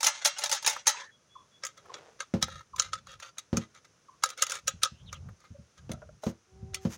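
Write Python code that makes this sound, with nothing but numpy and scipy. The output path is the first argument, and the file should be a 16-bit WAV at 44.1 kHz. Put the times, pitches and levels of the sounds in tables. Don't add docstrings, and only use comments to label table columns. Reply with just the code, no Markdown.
import sys
import numpy as np
from scipy import signal
from scipy.fft import rfft, irfft
from scipy.io import wavfile

SR = 44100
rng = np.random.default_rng(int(sys.argv[2]) if len(sys.argv) > 2 else 0)


def inscribe(sig):
    pcm = np.round(np.clip(np.atleast_2d(sig).T, -1, 1) * 32767)
    wavfile.write(sys.argv[1], SR, pcm.astype(np.int16))


N = 307377
TIME = np.arange(N) / SR
AGE = TIME[:SR * 2 // 5]


def undb(db):
    return 10 ** (np.asarray(db) / 20)


def level(x, db):
    return x * undb(db) / np.sqrt(np.mean(x ** 2))


def burst(x, db):
    return x * undb(db) / np.sqrt(np.sum(x ** 2) / (SR / 200))


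def add(out, s, x):
    start = max(int(s * SR), 0)
    out[start:start + len(x)] += x[:max(N - start, 0)]


def through(x, response):
    return signal.fftconvolve(x, response)[:len(x)]


def cut(x, hz, kind, order=3):
    return signal.sosfilt(signal.butter(order, hz, kind, fs=SR, output="sos"), x)


def fade(t60):
    return np.exp(-np.log(1000) * AGE / max(t60, 1e-4))


def noise(t60):
    return rng.standard_normal(len(AGE)) * fade(t60)


def walk(rate):
    knots = rng.standard_normal(int(N / SR * rate) + 2)
    return np.interp(TIME * rate, np.arange(len(knots)), knots)


def swell(length):
    return np.sin(np.pi * np.minimum(AGE / length, 1))


def colour(points, size=2048):
    hz, db = np.transpose(points)
    bin_hz = np.arange(size // 2 + 1) * SR / size
    log_gain = np.log(undb(np.interp(np.log(bin_hz + 1), np.log(hz), db)))
    cepstrum = irfft(log_gain)
    cepstrum[1:size // 2] *= 2
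    cepstrum[size // 2 + 1:] = 0
    return irfft(np.exp(rfft(cepstrum)))


def struck(table, scatter_db, detune=0.025):
    t, ring = AGE[:SR // 5], np.zeros(len(AGE))
    draws = rng.standard_normal((len(table), 3))
    for (hz, db, t60), (weight, shift, side) in zip(table, draws):
        gain = np.sign(side) * undb(db + scatter_db * weight)
        decay = np.exp(-np.log(1000) * t / t60)
        ring[:len(t)] += gain * decay * np.sin(2 * np.pi * hz * (1 + detune * shift) * t)
    return ring


def slips(count, rate, spread_db):
    fires = rng.random(count) < rate / SR
    sign = rng.choice([-1, 1], count)
    return fires * sign * undb(spread_db * np.minimum(rng.exponential(size=count), 4))


def chatter(ms, lead_ms=0):
    late_ms = AGE * 1000 - lead_ms
    time_ms = np.where(late_ms < 0, .01 + lead_ms / 4, max(ms, .2))
    force = .35 * slips(len(AGE), rate=3500, spread_db=2) * np.exp(-np.abs(late_ms) / time_ms)
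    force[np.argmin(np.abs(late_ms))] = 1
    return force


# frequency in Hz, relative level in dB.
AIR_SPECTRUM = [(30, -14.5), (127, 5), (259, -3), (540, -1.5), (801, -9.5), (1350, -4), (1760, -9),
                (4420, -14), (6210, -5), (8080, -22.5), (9710, -18), (11400, -33), (14800, -33)]


def outdoor_air():
    hush = through(rng.standard_normal(N), colour(AIR_SPECTRUM))
    return level(hush, -67) * undb(walk(1.9))


# frequency in Hz, relative level in dB.
SPRING_SPECTRUM = [(200, -32.5), (500, -9.5), (900, -5.5), (1700, 3.5), (2300, -2), (3500, 1), (4800, -3.5),
                   (6400, 3), (7200, -6.5), (8000, -13), (10000, -21), (13000, -34)]
STRONG_COIL_HZ = [1885, 2071, 2325, 2757, 4120, 4545, 4950, 5630, 6309, 6660]


def coil(t60, strong_db=8, count=360):
    hz, size = rng.uniform(500, 9000, count), rng.standard_normal(count)
    hz = np.append(hz, STRONG_COIL_HZ)
    size = np.append(size, np.full(len(STRONG_COIL_HZ), undb(strong_db)))
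    wire = size @ np.sin(2 * np.pi * np.outer(hz, AGE).astype(np.float32))
    return through(wire * fade(t60), colour(SPRING_SPECTRUM))


# frequency in Hz, relative level in dB.
STEEL_SPECTRUM = [(200, -46), (450, -17), (900, -7.5), (1800, 0), (3000, 0.5), (4500, 0.5), (6400, 6.5),
                  (7200, -0.5), (8000, -7), (9700, -1), (11500, -10), (13500, -13), (15500, -11)]
# frequency in Hz, relative level in dB, t60 in seconds.
WALL_MODES = [(2049, -2, 0.072), (2313, -1.5, 0.037), (2740, -2, 0.03), (3415, 0.5, .06), (3840, 2, 0.07),
              (4457, -3.5, 0.065), (5145, -10.5, 0.037), (5840, -2, 0.033), (6470, 1, 0.042),
              (6900, 7.5, 0.048), (9325, 6.5, 0.027)]


def clicks(blows, air, gain_db, hollow_gain_db, treble_gain_db, wall_db, chatter_ms, crack_t60, ring_db,
           spring_t60):
    out, steel, spring = np.zeros(N), colour(STEEL_SPECTRUM), coil(spring_t60)
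    lead_ms = 6
    for s, db, hollow_db, treble_db in blows:
        force = chatter(chatter_ms, lead_ms)
        crack = through(burst(force, 0.33) + burst(through(force, noise(crack_t60)), 0), steel)
        metal = burst(crack, 0) + burst(through(force, struck(WALL_MODES, scatter_db=-5.0)), wall_db)
        hollow = cut(through(force, struck(air, scatter_db=0.5)), 700, "high")
        hit = burst(cut(metal, 7500, "low", order=5), 0)
        hit += burst(cut(metal, 7500, "high"), min(treble_db + treble_gain_db, -6))
        hit += burst(hollow, hollow_db + hollow_gain_db)
        hit += burst(through(force, spring), ring_db)
        add(out, s - lead_ms / 1000, undb(db + gain_db) * hit)
    return out


def slide(strokes, air, body, gain_db, wall_db, hollow_db, ring_db, tilt_hz, grain_rate):
    out, contact, spring = np.zeros(N), colour(body), colour(SPRING_SPECTRUM)
    for s, length, db in strokes:
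        grains = slips(len(AGE), rate=grain_rate * undb((db + 45) / 2), spread_db=4)
        force = grains * swell(length) * undb(3 * walk(90)[:len(AGE)])
        walls = cut(struck(WALL_MODES, scatter_db=4.5), 4500, "low", order=2)
        hollow = cut(struck(air, scatter_db=3.5, detune=0.021), 420, "high")
        response = burst(through(noise(0.032), contact), 0) + burst(walls, wall_db)
        response += burst(hollow, hollow_db) + burst(through(noise(0.09), spring), ring_db)
        bright_hz = np.clip(tilt_hz * undb(db + 45), 4000, 15000)
        sound = cut(through(force, response), bright_hz, "low", order=1)
        add(out, s, level(sound, db + gain_db) * np.sqrt(length / AGE[-1]))
    return out


# snap time in seconds, level in dB before the feeding
# gain, time held on the rim in ms, run-up in seconds, drag afterwards in seconds.
CATCHES = [(0.008, -31.5, 1.1, 0.00018, 0), (0.044, -16.5, 13, 0.00044, 0.0036),
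           (0.068, -13.5, 0.97, 0, 0.15), (0.258, -13, 8.3, 0.048, 0), (0.389, -28.5, 4.23, .03, 0.037),
           (0.439, -22, 0.96, 0.019, 0.0044), (0.496, -29, 0.81, 0, 0.025), (0.527, -18, 11.4, 0, 0.04),
           (0.627, -36, 1.3, 0.00032, 0.0039), (0.676, -14, 12.4, 0, 0.13), (0.73, -36.5, 1.01, 0, 0),
           (0.878, -12.5, 8, 0.015, 0.18)]
TOUCH_DB = -2
REBOUND_S, REBOUND_SHRINK, REBOUND_DB = .018, 0.57, -9
RIM_HOLLOW_DB, RIM_HOLLOW_SLOPE = -6.5, -0.23
RUN_UP_DB = -39.5
DRAG_DB, SLOW_DRAG_DB = -37, -4


def catch_blows():
    blows = []
    for s, db, held_ms, _, _ in CATCHES:
        gap = REBOUND_S * rng.uniform(.8, 1.2)
        blows += [(s - held_ms / 1000, db + TOUCH_DB), (s, db)]
        blows += [(s + gap, db + REBOUND_DB), (s + gap * (1 + REBOUND_SHRINK), db + 2 * REBOUND_DB)]
    treble_db = -7
    return [(s, db, RIM_HOLLOW_DB + RIM_HOLLOW_SLOPE * (db + 22), treble_db) for s, db in blows]


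def catch_scrapes():
    run_ups = [(s - held_ms / 1000 - run_up, run_up, RUN_UP_DB)
               for s, _, held_ms, run_up, _ in CATCHES if run_up > 0]
    drags = [(s + REBOUND_S, drag, DRAG_DB + SLOW_DRAG_DB * np.log2(drag * 20))
             for s, _, _, _, drag in CATCHES if drag > 0]
    return run_ups + drags


# frequency in Hz, relative level in dB, t60 in seconds.
OPEN_AIR = [(569.3, -5, 0.13), (865, 4.5, 0.038), (1170, -14.5, 0.0129), (1323, -8, 0.13)]


def feeding():
    snaps = clicks(catch_blows(), OPEN_AIR, gain_db=-5.0, hollow_gain_db=-1.5, treble_gain_db=0.5,
                   wall_db=-10.5, chatter_ms=8.2, crack_t60=0.03, ring_db=-8, spring_t60=0.28)
    scrapes = slide(catch_scrapes(), OPEN_AIR, SPRING_SPECTRUM, gain_db=-5.0, wall_db=-5.0, hollow_db=-8.5,
                    ring_db=-1, tilt_hz=7000, grain_rate=1500)
    return snaps + scrapes


# frequency in Hz, relative level in dB, t60 in seconds.
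COVERED_AIR = [(535, -10, .065), (1250, -1, .06), (1335, 0, .05), (1590, -7, .04)]
# start in seconds, level in dB.
BUMPS = [(0.763, -32.5), (1.857, -52), (2.606, -48), (1.964, -48), (2.227, -48.5), (2.482, -40),
         (2.976, -57), (3.07, -46.5), (5.288, -49.5), (5.44, -56)]


def bumps():
    out, wall = np.zeros(N), colour([(250, -22), (1300, 9), (3000, -17.5), (9000, -26.5)])
    for s, db in BUMPS:
        body = burst(struck(COVERED_AIR, scatter_db=4.5), -0.5) + burst(through(noise(0.043), wall), 0)
        add(out, s, burst(through(chatter(2.3), body), db))
    return out


# start in seconds, length in seconds, start pitch in Hz,
# end pitch in Hz, typical peak level in dB.
SQUEAKS = [(0.888, 0.18, 870, 1082, -47), (0.929, 0.2, 1670, 1770, -51), (0.952, 0.067, 2450, 2940, -47.5),
           (4.92, .15, 2560, 3610, -64.5), (5.057, 0.06, 4060, 3000, -54), (5.125, 0.062, 3780, 2630, -54)]


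def squeaks(rough):
    out = np.zeros(N)
    for s, length, start_hz, end_hz, db in SQUEAKS:
        hz = np.interp(AGE, [0, length], [start_hz, end_hz]) * (1 + rough * walk(900)[:len(AGE)])
        loudness = undb(db + 4 * walk(150)[:len(AGE)]) * swell(length)
        add(out, s, loudness * np.sin(2 * np.pi * np.cumsum(hz) / SR))
    return out


# start in seconds, level in dB before doubling and echo.
CHIRPS = [(1.353, -47), (1.893, -48), (2.733, -43.5), (4.083, -51.5)]
# start in seconds, length in seconds, pitch in Hz,
# level in dB before doubling and echo.
WHISTLES = [(1.106, 0.069, 3320, -67.5), (1.287, 0.14, 3400, -64), (1.508, .093, 3400, -66),
            (5.543, 0.031, 570, -54)]
CHIRP_S, CHIRP_HZ, CHIRP_END_HZ = 0.018, 1226, 935


def birds():
    out = np.zeros(N)
    notes = [(s, CHIRP_S, CHIRP_HZ, CHIRP_END_HZ, db) for s, db in CHIRPS]
    notes += [(s, length, hz, hz, db) for s, length, hz, db in WHISTLES]
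    for s, length, start_hz, end_hz, db in notes:
        u = AGE[AGE < length] / length
        hz = (start_hz + (end_hz - start_hz) * u) * (1 + .012 * walk(300)[:len(u)])
        add(out, s, undb(db) * 2 * np.sin(np.pi * u) * np.sin(2 * np.pi * np.cumsum(hz) / SR))
    echo = noise(0.26)
    return out + undb(-4.0) * through(out, echo / np.linalg.norm(echo))


# start in seconds, level in dB before the pressing
# gain, tube air in dB and treble in dB against the click before their gains, slide after in seconds.
CLICKS = [(1.637, -31, -1.5, -26, 0.082), (1.942, -35, -6.5, -43, 0.051), (2.205, -29, -0.5, -28, 0.037),
          (2.427, -17.5, -7.5, -14.5, .2), (2.798, -15.5, -8.5, -21, 0.1), (2.933, -29.5, 7.5, -36, 0.056),
          (3.384, -32.5, -11, -14, 0), (3.571, -25, -4.5, -13.5, 0.082), (4.238, -19.5, 4.5, -9, .06),
          (4.4234, -16.5, -2.5, -8.5, 0.11), (4.52, -28.5, 0, -11, 0.0044), (4.68, -20.5, -3, -5, .04),
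          (4.834, -15.5, -4.5, -13, 0.034), (4.856, -31, 8, -23, 0), (5.129, -37.5, 4, -14, 0.04),
          (5.918, -36.5, -18, -4, 0), (6.746, -27.5, -24, -2.5, 0.035)]
# start in seconds, level in dB before the gain.
TICKS = [(1.651, -30.5), (1.667, -35), (2.763, -40.5), (2.939, -39), (3.118, -50.5), (3.393, -42.5),
         (4.291, -40), (4.303, -37), (4.468, -33.5), (4.498, -32), (4.509, -34.5), (4.555, -35.5),
         (4.674, -33.5), (6.238, -44.5)]
# start in seconds, length in seconds,
# level in dB before the pressing gain.
RUBS = [(1.762, 0.051, -55), (3.056, 0.12, -51), (3.186, 0.12, -47), (3.735, 0.056, -56),
        (3.836, 0.021, -58), (4.279, 0.064, -50.5), (4.363, 0.062, -43.5), (4.491, .11, -41.5),
        (5.39, .11, -62), (5.764, 0.036, -59)]
# frequency in Hz, relative level in dB.
WIRE_SPECTRUM = [(300, -29), (550, -5), (900, -20), (1300, -4), (2000, 1), (2700, -4.5), (3700, 3.5),
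                 (4800, -7.5), (6400, 3.5), (8000, -9), (16000, -19.5)]
SETTLE_S, SETTLE_DB = .013, -14.5
BREAK_S, BREAK_DB = 0.015, 2
BREAK_HOLLOW_DB, BREAK_TREBLE_DB = -0.5, -15.5
TICK_HOLLOW_DB, TICK_TREBLE_DB = -5, -12
CREEP_S, CREEP_DB = .018, -24
SLIDE_DB, SLIDE_SLOPE = -49.5, 0.4


def press_blows():
    snaps = [(s, db, hollow_db, treble_db) for s, db, hollow_db, treble_db, _ in CLICKS]
    settles = [(s + SETTLE_S * rng.uniform(0.63, 1.8), db + SETTLE_DB, *tone) for s, db, *tone in snaps]
    breaks = [(s + BREAK_S, db + BREAK_DB, BREAK_HOLLOW_DB, BREAK_TREBLE_DB) for s, _, db in RUBS]
    ticks = [(s, db, TICK_HOLLOW_DB, TICK_TREBLE_DB) for s, db in TICKS]
    return snaps + settles + breaks + ticks


def press_scrapes():
    creeps = [(s - CREEP_S, CREEP_S, db + CREEP_DB) for s, db, *_ in CLICKS]
    slides = [(s + SETTLE_S / 2, length, SLIDE_DB + SLIDE_SLOPE * (db + 20.0))
              for s, db, _, _, length in CLICKS if length > 0]
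    return creeps + slides


def pressing():
    snaps = clicks(press_blows(), COVERED_AIR, gain_db=-2.5, hollow_gain_db=-1.5, treble_gain_db=4.5,
                   wall_db=-5.5, chatter_ms=0.8, crack_t60=0.038, ring_db=-16.5, spring_t60=0.23)
    scrapes = slide(press_scrapes() + RUBS, COVERED_AIR, WIRE_SPECTRUM, gain_db=-2.5, wall_db=-4.0,
                    hollow_db=-0.5, ring_db=-7, tilt_hz=6500, grain_rate=1200)
    return snaps + scrapes


def palms():
    skin = colour([(150, -26), (450, 4), (2500, -14), (7000, -24), (12000, -50)])
    brush = level(through(slips(N, rate=1000, spread_db=3.5), skin), -52)
    return brush * np.interp(TIME, [1.75, 1.95, 2.3], [0, 1, 0]) ** 2


# start in seconds, level of the boom in dB, contact in ms.
KNOCKS = [(2.338, -16.5, 0.44), (2.428, -31, 7.2), (3.529, -18.5, 0.58), (3.572, -21.5, 1.3),
          (4.737, -41, 38), (4.915, -40.5, 17), (5.504, -37.5, 32), (5.585, -40.5, 19), (5.893, -29, 0.51),
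          (5.937, -37, 13), (6.265, -20.5, 0.48), (6.625, -32.5, 19), (6.851, -18, 1.15)]
# frequency in Hz, relative level in dB, t60 in seconds.
TABLE_MODES = [(79, -10, 0.2), (115, -5.5, 0.17), (162, 0.5, 0.11), (194, -1, 0.14), (228.7, 2.5, 0.14),
               (325, -9.5, 0.2), (451, -8.5, 0.1), (534.4, -4.5, 0.13)]
# frequency in Hz, relative level in dB.
SCUFF_SPECTRUM = [(60, -33), (150, -2.5), (400, 12), (800, 0.5), (1250, -4), (1800, -9.5), (3500, -14.5),
                  (6500, -16), (8000, -28), (16000, -40)]
SCUFF_DB, SCUFF_SOFT_DB = -13.5, -3.5


def knocks():
    out, scuff = np.zeros(N), colour(SCUFF_SPECTRUM)
    for s, db, contact_ms in KNOCKS:
        push = AGE * np.exp(-AGE * 4000 / max(contact_ms, .2))
        boom = cut(through(push, struck(TABLE_MODES, scatter_db=1, detune=.01)), 65, "high")
        grit = through(noise(0.076) + 0.63 * noise(0.19), scuff)
        grit_db = db + SCUFF_DB + SCUFF_SOFT_DB * np.log2(max(contact_ms, .5))
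        add(out, s, burst(boom, db) + burst(grit, grit_db))
    return out


# start in seconds, end in seconds, level in dB before unevenness.
LEANS = [(2.417, 2.577, -54), (2.784, 3.15, -58.5), (4.69, 4.808, -56.5), (5.056, 5.29, -54.5),
         (5.83, 6.137, -56), (6.57, 6.962, -55)]
LEAN_RAMP_S, HOVER_DB = 0.069, -80.5
SHIFT_DB = 5


def handling():
    weight = undb(HOVER_DB)
    for start, end, db in LEANS:
        corners = [start - LEAN_RAMP_S, start, end, end + LEAN_RAMP_S]
        weight = weight + undb(db) * np.interp(TIME, corners, [0, 1, 1, 0])
    top = colour([(25, -22.5), (55, -2), (85, 5.5), (180, -3.5), (280, -24), (600, -27.0), (1200, -34),
                  (4000, -76.0)])
    return level(through(rng.standard_normal(N), top), 0) * weight * undb(SHIFT_DB * walk(11))


# start in seconds, level in dB,
# decay time of the drag in ms.
PLATE_TAPS = [(5.913, -38, 27), (6.019, -42, 13), (6.091, -46, 2.5), (6.235, -32, 7.9)]
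# frequency in Hz, relative level in dB, t60 in seconds.
PLATE_MODES = [(466, -5.5, 0.09), (594, -2, 0.13), (623, 8, 0.061), (780, -2, 0.04), (1360, 6, 0.019)]


def plate():
    out = np.zeros(N)
    for s, db, drag_ms in PLATE_TAPS:
        add(out, s, burst(through(chatter(drag_ms), struck(PLATE_MODES, scatter_db=-3.0)), db))
    return out


# start in seconds, length in seconds,
# level in dB at the height of the stroke.
GLIDES = [(6.215, 0.11, -53), (6.801, .1, -59), (6.891, 0.081, -48)]


def glides():
    pressure = np.zeros(N)
    face = colour([(300, -6), (1200, 2), (4500, -4.5), (6400, 5), (8000, -8), (15000, -14.5)])
    for s, length, db in GLIDES:
        add(pressure, s, undb(db) * swell(length))
    return level(through(slips(N, rate=6000, spread_db=3.5), face), 0.81) * pressure


def horn(hz, low_db, high_db):
    phase = 2 * np.pi * np.cumsum(hz * (1 + .012 * walk(20))) / SR
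    low = undb(low_db + 2 * walk(12)) * np.sin(phase)
    high = undb(high_db + 3 * walk(12)) * np.sin(2 * phase)
    return (low + high) * np.interp(TIME, [6.46, 6.66, 6.84, 6.95], [0, 1, 1, 0])


def scene():
    spring = feeding() + pressing() + squeaks(rough=.075) + bumps()
    table = knocks() + plate() + glides() + palms() + handling()
    far = birds() + horn(hz=381, low_db=-54.5, high_db=-62.5) + outdoor_air()
    return (spring + table + far)[None]


def record(dry):
    top_hz = 15900
    bass_cut = cut(dry, 27, "high", order=2)
    return signal.sosfilt(signal.ellip(8, .2, 70, top_hz, fs=SR, output="sos"), bass_cut)


dry = scene()
out = record(dry)
inscribe(out)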